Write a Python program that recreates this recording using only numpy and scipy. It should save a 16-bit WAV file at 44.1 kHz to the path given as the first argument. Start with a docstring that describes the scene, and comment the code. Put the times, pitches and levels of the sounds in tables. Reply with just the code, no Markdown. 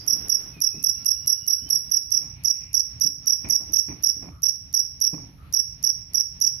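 """A field cricket on a leaf

A cricket sings close by and turns once. It stridulates: in each of a chirp's three wing strokes a
scraper runs over a toothed file, giving a falling whistle with a rasping octave that the yard reflects.
Behind it are a low rumble and hum, dull bumps, rustles, one thin far squeal and some faint far calls.
A limiter holds every chirp to the same peak, so the background ducks under each one."""
import sys
import numpy as np
from scipy import signal
from scipy.fft import rfft, irfft
from scipy.io import wavfile
from scipy.ndimage import uniform_filter1d, minimum_filter1d

SR = 44100
rng = np.random.default_rng(int(sys.argv[2]) if len(sys.argv) > 2 else 0)


def bounce(signal):
    """Save signal as a 16-bit WAV file at the path given by the first command-line argument."""
    frames = np.transpose(np.atleast_2d(signal))
    limited = np.clip(frames, -1, 1)
    pcm = np.round(limited * 32767).astype(np.int16)
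    wavfile.write(sys.argv[1], SR, pcm)


N = 291060
TIME = np.arange(N) / SR


def gain_of(db):
    """Amplitude ratio: a factor of ten for every 20 dB."""
    return 10 ** (np.asarray(db) / 20)


def unit_rms(x):
    """Normalisation of each channel to unit power."""
    return x / np.sqrt(np.mean(x ** 2, axis=-1, keepdims=True) + 1e-20)


def curve_at(points, hz):
    """Interpolation of a spectrum on a logarithmic frequency axis."""
    f, value = np.transpose(points)
    return np.interp(np.log(hz + 1), np.log(f + 1), value)


def add(mix, s, sound):
    """Superposition of a sound on a two-channel mix at time s."""
    part = mix[:, max(round(s * SR), 0):][:, :sound.shape[-1]]
    part += sound[..., :part.shape[1]]


def wander(rate_hz, size):
    """Random modulation: low-passed Gaussian noise of rms 1."""
    hz = np.fft.rfftfreq(size, 1 / SR)
    return unit_rms(irfft(rfft(rng.standard_normal(size)) * np.exp(-(hz / rate_hz) ** 2), size))


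# Coherence between left and right: f/Hz, coherence
COHERENCE = [(30, 0.96), (250, 0.86), (600, 0.19), (2000, 0.063), (8000, 0.2)]

def noise(spectrum, size):
    """Partially coherent stereo noise of rms 1: the two sides are most alike at long wavelengths."""
    hz = np.fft.rfftfreq(size, 1 / SR)
    left, independent = rfft(rng.standard_normal((2, size)))
    coherence = curve_at(COHERENCE, hz)
    right = coherence * left + np.sqrt(1 - coherence ** 2) * independent
    return unit_rms(irfft(np.array([left, right]) * gain_of(curve_at(spectrum, hz)), size))


def yard(x, t60, gap_s, echoes_per_s=3000):
    """Diffuse reverberation: reflections of random sign decay exponentially, differently on each side."""
    t = TIME[:SR // 2]
    taps = rng.choice([-1., 1.], (2, len(t))) * (rng.random((2, len(t))) < echoes_per_s / SR)
    tail = taps * gain_of(-60 * t / t60) * (t > gap_s)
    tail /= np.linalg.norm(tail, axis=1, keepdims=True)
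    return signal.oaconvolve(x[None], tail, axes=1)[:, :N]


# Spectra of the rumble and the distant air: f/Hz, relative level/dB
RUMBLE_SPECTRUM = [(15, -65.5), (28, -31), (40, -10), (50, -0.5), (72, 4.5), (100, -1.5), (135, -1.5),
                   (190, -13.5), (300, -49.5), (1000, -91)]
AIR_SPECTRUM = [(40, -26.5), (110, -5.5), (160, 5), (205, -8), (270, -6), (340, -16), (500, -19),
                (900, -19), (1500, -23), (2300, -18), (3300, -24.5), (4500, -25), (7000, -65)]
# Swells of the rumble: centre t/s, duration/s, gain/dB
RUMBLE_SWELLS = [(2.323, 0.25, 6), (3.472, 0.11, 7.5), (4.342, 0.24, 5)]
# Slow rise and fall of the air: t/s, gain/dB
AIR_DRIFT = [(0, 0), (1.5, 1.5), (2.5, 1), (5.2, 0), (5.8, 0.5), (6.6, 0.5)]

def outdoor_air(rumble_db=-48, air_db=-56):
    """Ambient noise: a low rumble and a broader rush under slow amplitude modulation."""
    swells_db = sum(db * np.maximum(1 - 2 * abs(TIME - s) / length_s, 0)
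                    for s, length_s, db in RUMBLE_SWELLS)
    rumble = gain_of(rumble_db + swells_db + wander(8.6, N)) * noise(RUMBLE_SPECTRUM, N)
    drift_db = np.interp(TIME, *np.transpose(AIR_DRIFT))
    air = gain_of(air_db + drift_db + 3 * wander(7.7, N)) * noise(AIR_SPECTRUM, N)
    return (rumble + air) * gain_of([[-.7], [.7]])


# Partials of the hum: f/Hz, rms level/dB
HUM_PARTIALS = [(73, -63.5), (163, -68), (267, -73), (816, -88)]

def hum(waver_rad=1.3):
    """Random phase modulation makes each low partial waver."""
    return sum(gain_of(db) * np.sqrt(2) * np.sin(2 * np.pi * hz * TIME + waver_rad * wander(13, N))
               for hz, db in HUM_PARTIALS)


# Soft rustles: t/s, duration/s, level/dB
RUSTLES = [(-.05, 0.63, -45.5), (1.675, 0.18, -48), (3.49, 0.94, -61), (5.2, 0.5, -67)]
# Their spectrum: f/Hz, relative level/dB
RUSTLE_SPECTRUM = [(100, 9.5), (300, 9.5), (700, 0), (1500, -2), (3000, -6), (4500, -15.5), (8500, -30),
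                   (11500, -3), (15000, -26.5)]

def rustles(fade_s=0.19, floor_db=-72.5, flicker_db=2):
    """Amplitude-modulated noise: flickering patches rise out of a faint floor."""
    patches = sum(gain_of(db) * np.clip(np.minimum(TIME - s, s + length_s - TIME) / fade_s, 0, 1)
                  for s, length_s, db in RUSTLES)
    envelope = (gain_of(floor_db) + patches) * gain_of(flicker_db * wander(54, N))
    return envelope * noise(RUSTLE_SPECTRUM, N)


# Spectrum of the hiss: f/Hz, relative level/dB
HISS_SPECTRUM = [(20, -78), (2500, -30.5), (4200, 14), (5600, 29), (8000, 1.5), (11500, 26), (16000, -7)]

def hiss(level_db=-70):
    """Stationary noise, faint and high."""
    return gain_of(level_db) * noise(HISS_SPECTRUM, N)


# Spectrum of the sizzle: f/Hz, relative level/dB
SIZZLE_SPECTRUM = [(3000, -11), (6000, -8), (8000, -23), (10000, -2), (12500, -0.5), (15000, -4),
                   (16500, -22)]

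def high_sizzle(level_db=-65, patchy_db=2, end_s=2.3, fade_s=.3):
    """Amplitude-modulated noise: a faint, patchy, high sizzle that fades out by 2.3 s."""
    fade = np.clip((end_s - TIME) / fade_s, 0, 1)
    return fade * gain_of(level_db + patchy_db * wander(20, N)) * noise(SIZZLE_SPECTRUM, N)


# Faint far calls: t/s, duration/s, centre f/Hz, bandwidth/Hz, level/dB
FAR_CALLS = [(2.168, 0.16, 1192, 403, -64.5), (2.242, 0.64, 2460, 900, -59.5),
             (2.502, 0.3, 2444, 1120, -71), (3.223, 0.13, 1270, 340, -62.5),
             (4.293, 0.14, 1240, 338, -59.5), (5.365, 0.15, 1263, 316, -58.5)]

def far_calls():
    """Narrow-band noise: a random complex envelope on a carrier gives calls blurred by distance."""
    out = np.zeros((2, N))
    for s, length_s, hz, width_hz, db in FAR_CALLS:
        size = int(length_s * SR)
        blur = np.array([wander(width_hz / 2, size) + 1j * wander(width_hz / 2, size) for _ in range(2)])
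        call = (blur * np.exp(2j * np.pi * hz * TIME[:size])).real
        add(out, s, gain_of(db) * call * signal.windows.tukey(size, .6))
    return out


# Course of the squeal: t/s, second harmonic f/Hz, relative level/dB
SQUEAL_GLIDE = [(0.521, 2655, -53.5), (0.564, 2476, -49.5), (0.659, 2430, -53), (0.769, 2580, -45.5),
                (0.861, 2720, -58), (1.04, 2760, -53), (1.3, 2860, -55), (1.452, 2898, -47.5),
                (1.55, 2930, -60), (1.62, 2973, -47), (1.73, 3140, -62.5)]
# Spectral envelope that its harmonics rise through: f/Hz, gain/dB
SQUEAL_SPECTRUM = [(1250, -7), (1500, -10), (2400, 2), (3100, 0), (3800, -20), (4150, -4.5), (4350, -9.5),
                   (4600, -33)]

def far_squeal(waver=0.0028, flicker_db=4.5, trim_db=-9):
    """A harmonic series glides slowly upward, its reverberation as strong as its direct sound."""
    s, hz, db = np.transpose(SQUEAL_GLIDE)
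    t = np.arange(s[0], s[-1], 1 / SR)
    pitch = np.interp(t, s, hz) / 2 * (1 + waver * wander(120, len(t)))
    phase = 2 * np.pi * np.cumsum(pitch) / SR
    sound = np.zeros(len(t))
    for k in (1, 2, 3):
        harmonic_db = curve_at(SQUEAL_SPECTRUM, k * pitch) + flicker_db * wander(21, len(t))
        sound += gain_of(harmonic_db) * np.sin(k * phase)
    direct = np.zeros((2, N))
    add(direct, s[0], sound * gain_of(np.interp(t, s, db)) * signal.windows.tukey(len(t), .04))
    return gain_of(trim_db) * (direct + yard(direct[0], t60=0.49, gap_s=0.0042))


# Dull bumps: t/s, relative level/dB, middle/dB re thud, rasp/dB re thud, contact time/s
BUMPS = [(0.128, -35, -21, -28, 0.0057), (0.567, -41, -20, -21, 0.0065), (0.744, -31.5, -26.5, -27, 0.0054),
         (1.622, -42.5, -33, -27, 0.016), (2.197, -43.5, -10, -15, 0.037),
         (3.05, -30.5, -29.5, -41, 0.0064), (3.445, -38.5, -9.5, -8.5, 0.058), (3.6, -42.5, -7, -29, 0.029),
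         (3.698, -44, -19, -24.5, 0.051), (3.886, -32, -15, -16.5, 0.017),
         (4.168, -39.5, -40.5, -44, 0.016), (4.224, -42.5, -10.5, -18, 0.067),
         (5.131, -26, -18.5, -28.5, 0.0078)]
# Spectra of a bump's three parts: f/Hz, relative level/dB
THUD_SPECTRUM = [(20, -42), (45, -2.5), (90, -6), (160, 6.5), (215, -2.5), (290, 4.5), (350, -6.5),
                 (450, -14), (800, -33.5), (2000, -57.5)]
MIDDLE_SPECTRUM = [(200, -44), (500, -5.5), (950, -5.5), (1500, -19), (2500, -23.5), (6000, -60.5)]
RASP_SPECTRUM = [(900, -27), (1800, 0.5), (2400, 10), (3000, -12.5), (4500, -14), (9000, -61.5)]

def bumps(size=16384, rise_s=0.0027, fall_s=0.037, thud_t60=0.73, scuff_t60=0.77, trim_db=-3):
    """Damped impacts with a two-stage decay: thud and scuff fall fast after contact, then linger."""
    out, t = np.zeros((2, N)), TIME[:size]
    attack = np.minimum(t / rise_s, 1)
    for s, db, middle_db, rasp_db, contact_s in BUMPS:
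        push = np.exp(-np.maximum(t - contact_s, 0) / fall_s)
        thud = noise(THUD_SPECTRUM, size) * (push + gain_of(-16 - 60 * t / thud_t60))
        scuff = gain_of(middle_db) * noise(MIDDLE_SPECTRUM, size)
        scuff += gain_of(rasp_db) * noise(RASP_SPECTRUM, size)
        scuff *= (push + gain_of(-9 - 60 * t / scuff_t60)) * gain_of(3.3 * wander(150, size))
        add(out, s - rise_s, gain_of(db + trim_db) * (thud + scuff) * attack)
    return out * gain_of([[-1], [.7]])


# Dry ticks: t/s, level/dB
TICKS = [(5.901, -48.5), (6.207, -39), (6.476, -44)]
# Their spectrum: f/Hz, relative level/dB
TICK_SPECTRUM = [(150, -17), (500, 0), (900, -13.5), (2500, -20), (5000, -26), (10000, -53)]

def ticks(size=2048, fall_s=0.0034):
    """Heavy damping: tiny contacts die away within milliseconds."""
    out = np.zeros((2, N))
    for s, db in TICKS:
        add(out, s, gain_of(db) * noise(TICK_SPECTRUM, size) * np.exp(-TIME[:size] / fall_s))
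    return out


def wing_resonance(x, band_hz=(4693, 5815)):
    """The wing membrane radiates the tone only around its resonance."""
    return signal.sosfiltfilt(signal.butter(2, band_hz, "band", fs=SR, output="sos"), x)


def opening_ring(left_db=-43, right_db=-35, t60=0.33):
    """Free decay: at the start the yard still rings from the chirp before."""
    ring = unit_rms(wing_resonance(rng.standard_normal((2, N))))
    return ring * gain_of([[left_db], [right_db]]) * gain_of(-60 * TIME / t60)


def song_reverb(song, split_hz=8500, shift_s=1.7):
    """Time-varying reverberation: three sets of paths cross-fade as the cricket moves."""
    octave = signal.sosfiltfilt(signal.butter(4, split_hz, "high", fs=SR, output="sos"), song[1])
    tone = song[1] - octave
    out = np.zeros((2, N))
    for k in range(3):
        share = np.sqrt(2 / 3) * np.sin(np.pi * (TIME / shift_s + k / 3))  # the squares sum to 1
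        out += yard(tone * share, t60=0.36, gap_s=0.0059) * gain_of([[-17.5], [-10]])
        out += yard(octave * share, t60=0.25, gap_s=0.0017) * gain_of([[-10], [-8]])
    return out


def wing_puffs(size=512, level_db=-44, delay_s=.011):
    """Windowed noise bursts: a soft low puff goes with the end of every wing stroke."""
    out = np.zeros((2, N))
    for start, _ in CHIRPS:
        for s in STROKE_STARTS_S:
            puff = noise(THUD_SPECTRUM, size) * np.hanning(size)
            add(out, start + s + delay_s, gain_of(level_db) * puff)
    return out


def reflected(x, echoes, left_late_s=.000187):
    """Comb filtering: near reflections interfere with the direct sound; the left path is longer."""
    hz = np.fft.rfftfreq(x.shape[-1], 1 / SR)
    left, right = (1 + sum(g * np.exp(-2j * np.pi * hz * ms / 1000) for ms, g in side)
                   for side in echoes)
    left *= np.exp(-2j * np.pi * hz * left_late_s)
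    return irfft(rfft(x) * np.array([left, right]), x.shape[-1])


# Spectrum of the wings opening: f/Hz, relative level/dB
OPENING_SPECTRUM = [(2000, -32.5), (4000, -17), (5200, 7), (7000, -5.5), (8500, -22), (10500, 7.5),
                    (12500, 0), (14000, -10.5), (16000, -15)]

def wing_opening(size=352, level_db=-34, spread_db=2):
    """Friction noise: the wings open with a small uneven scratch."""
    scratch = noise(OPENING_SPECTRUM, size) * np.hanning(size) * (1 + .4 * wander(700, size))
    return scratch * gain_of(level_db + spread_db * rng.standard_normal())


# One closing of the wings: fraction of stroke, base tooth rate f/Hz, tone amplitude, octave amplitude
STROKE_SHAPE = [(0, 5670, 0, 0.23), (0.119, 5958, 0.36, 0.5), (0.399, 5814, 0.78, 0.4),
                (.65, 5709, 0.65, 0.6), (0.802, 5531, 0.62, 0.4), (0.91, 5358, 0.41, 0.07),
                (0.999, 5804, 0.49, 0.53)]
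# Dry scrape of the file: f/Hz, relative level/dB
SCRAPE_SPECTRUM = [(2000, -96), (4000, -31), (5500, 11.5), (7000, 3.5), (8500, -28.5), (10000, 1.5),
                   (11300, -1), (13000, -40.5), (14200, 11), (15400, 2), (16500, -29)]

def wing_stroke(length_s, offset_hz, droop_hz, spread_hz=10, jitter_hz=14, rough=0.38, flutter_rad=0.047):
    """Stridulation: the tooth rate sets the pitch, which falls as the scraper slows."""
    size = int(length_s * SR)
    progress = np.linspace(0, 1, size)
    fraction, *columns = np.transpose(STROKE_SHAPE)
    hz, tone_amp, octave_amp = (np.interp(progress, fraction, column) for column in columns)
    hz += offset_hz + spread_hz * rng.standard_normal() - droop_hz * progress ** 5
    hz += jitter_hz * wander(1400, size)
    phase = 2 * np.pi * np.cumsum(hz) / SR + rng.uniform(0, 2 * np.pi)
    grip = 1 + rough * wander(1000, size)  # uneven teeth roughen the overtones
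    harmonics = np.sin(2 * phase + flutter_rad * wander(840, size)) + gain_of(-28) * np.sin(3 * phase)
    scrape = octave_amp * noise(SCRAPE_SPECTRUM, size)[0]
    tone = tone_amp * np.sin(phase) + gain_of(-33) * scrape
    overtones = octave_amp * grip * harmonics + gain_of(-26) * scrape
    return signal.windows.tukey(size, .12) * np.array([tone, overtones])


# Reflections from leaf and ground, a left list and a right list: delay/ms, amplitude
ECHOES_BEFORE_TURN = [
    [(1.872, .15), (4.073, .32), (8.344, .13), (15.317, .43)],
    [(.882, .73), (3.524, .4), (14.63, .35)],
]
ECHOES_AFTER_TURN = [
    [(.661, .57), (2.92, .36), (11.503, .24), (14.139, .36)],
    [(.623, .34), (1.978, .16), (3.394, .11), (14.087, .18)],
]
# Levels in the wings' beam: t/s, left tone level/dB, left octave level/dB, right octave level/dB
BEAM_LEVELS = [(.3, -23.5, -29.5, -22.5), (1.27, -28, -20.5, -21.5), (1.7, -25.5, -26, -20),
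               (2.151, -24, -40.5, -26), (2.5, -20.5, -40.5, -24.5), (3.5, -27.5, -27, -24.5),
               (4.751, -20.5, -28.5, -24), (6.399, -21.5, -31.5, -26)]
# Chirps: t/s, pitch offset/Hz
CHIRPS = [(0.0694, 20.5), (.288, 25), (0.6079, 25), (.832, 43), (1.0515, -6.5), (1.2657, -20.5),
          (1.47, -10), (1.6951, -67), (1.908, -18.5), (2.1104, 31.5), (2.444, -1), (2.7383, 11.5),
          (3.0067, 7), (3.2666, 13.5), (3.495, 12), (3.7298, 21.5), (4.0326, -3), (4.428, 18), (4.7361, -8),
          (5.0097, -1), (5.5337, -11.5), (5.835, -16.5), (6.1418, -6), (6.4093, 13)]
STROKE_STARTS_S, STROKE_S = (0, .0258, .0531), .0175
FIRST_STROKE_S, DROOP_HZ = (.0128, .0158), (229, 30)  # each: before, after the turn

def cricket(size=4608, turn_s=2.3, tone_right_db=-8.5, octave_echo=0.11, opening_lead_s=0.0115):
    """Directional radiation: the wings beam each chirp, so its levels swing as the cricket shifts."""
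    out = np.zeros((2, N))
    beam_s, *beam_db = np.transpose(BEAM_LEVELS)
    for start, offset_hz in CHIRPS:
        turned = int(start > turn_s)
        late_s = STROKE_S - FIRST_STROKE_S[turned]  # the first stroke catches the file late
        first = wing_stroke(FIRST_STROKE_S[turned], offset_hz, DROOP_HZ[turned])
        first[1] *= np.linspace(0, 1, first.shape[1]) ** 0.72  # and its rasp swells
        chirp = np.zeros((2, size))  # rows: tone, overtones
        add(chirp, late_s, first * gain_of([[0.5], [13.5]]))
        for s in STROKE_STARTS_S[1:]:
            add(chirp, s, wing_stroke(STROKE_S, offset_hz, DROOP_HZ[turned]))
        echoes = ECHOES_AFTER_TURN if turned else ECHOES_BEFORE_TURN
        # the octave is beamed, so it echoes less
        weak_echoes = [[(ms, octave_echo * g) for ms, g in side[:3]] for side in echoes]
        tone = unit_rms(reflected(wing_resonance(chirp[0]), echoes))
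        octave = unit_rms(reflected(chirp[1], weak_echoes))
        tone_left_db, octave_left_db, octave_right_db = (np.interp(start, beam_s, db) for db in beam_db)
        add(out, start, tone * gain_of([[tone_left_db], [tone_right_db]]))
        add(out, start, octave * gain_of([[octave_left_db], [octave_right_db]]))
        add(out, start + late_s - opening_lead_s, wing_opening())
    return out


def scene():
    """Superposition of the cricket close by and everything else far behind it."""
    song = cricket()
    mix = song + song_reverb(song) + opening_ring() + high_sizzle() + wing_puffs()
    mix += bumps() + ticks() + far_squeal() + far_calls()
    return mix + outdoor_air() + hum() + rustles() + hiss()


def limiter(x, ceiling_db=-5.5, recovery_db_per_s=67, window=700):
    """Look-ahead peak limiting: both channels are pulled down to the ceiling and recover steadily."""
    over_db = np.maximum(20 * np.log10(abs(x).max(0) + 1e-9) - ceiling_db, 0)
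    ahead_db = -minimum_filter1d(-over_db, window)
    recovered_db = recovery_db_per_s * TIME
    reduction_db = np.maximum.accumulate(ahead_db + recovered_db) - recovered_db
    return x * gain_of(-uniform_filter1d(reduction_db, window))


def record(dry, edge_hz=15900):
    """Peak limiting, then band limiting by a steep low-pass filter."""
    low_pass = signal.firwin(255, edge_hz, window=("kaiser", 9), fs=SR)
    return signal.oaconvolve(limiter(dry), low_pass[None], "same")


dry = scene()
out = record(dry)
bounce(out)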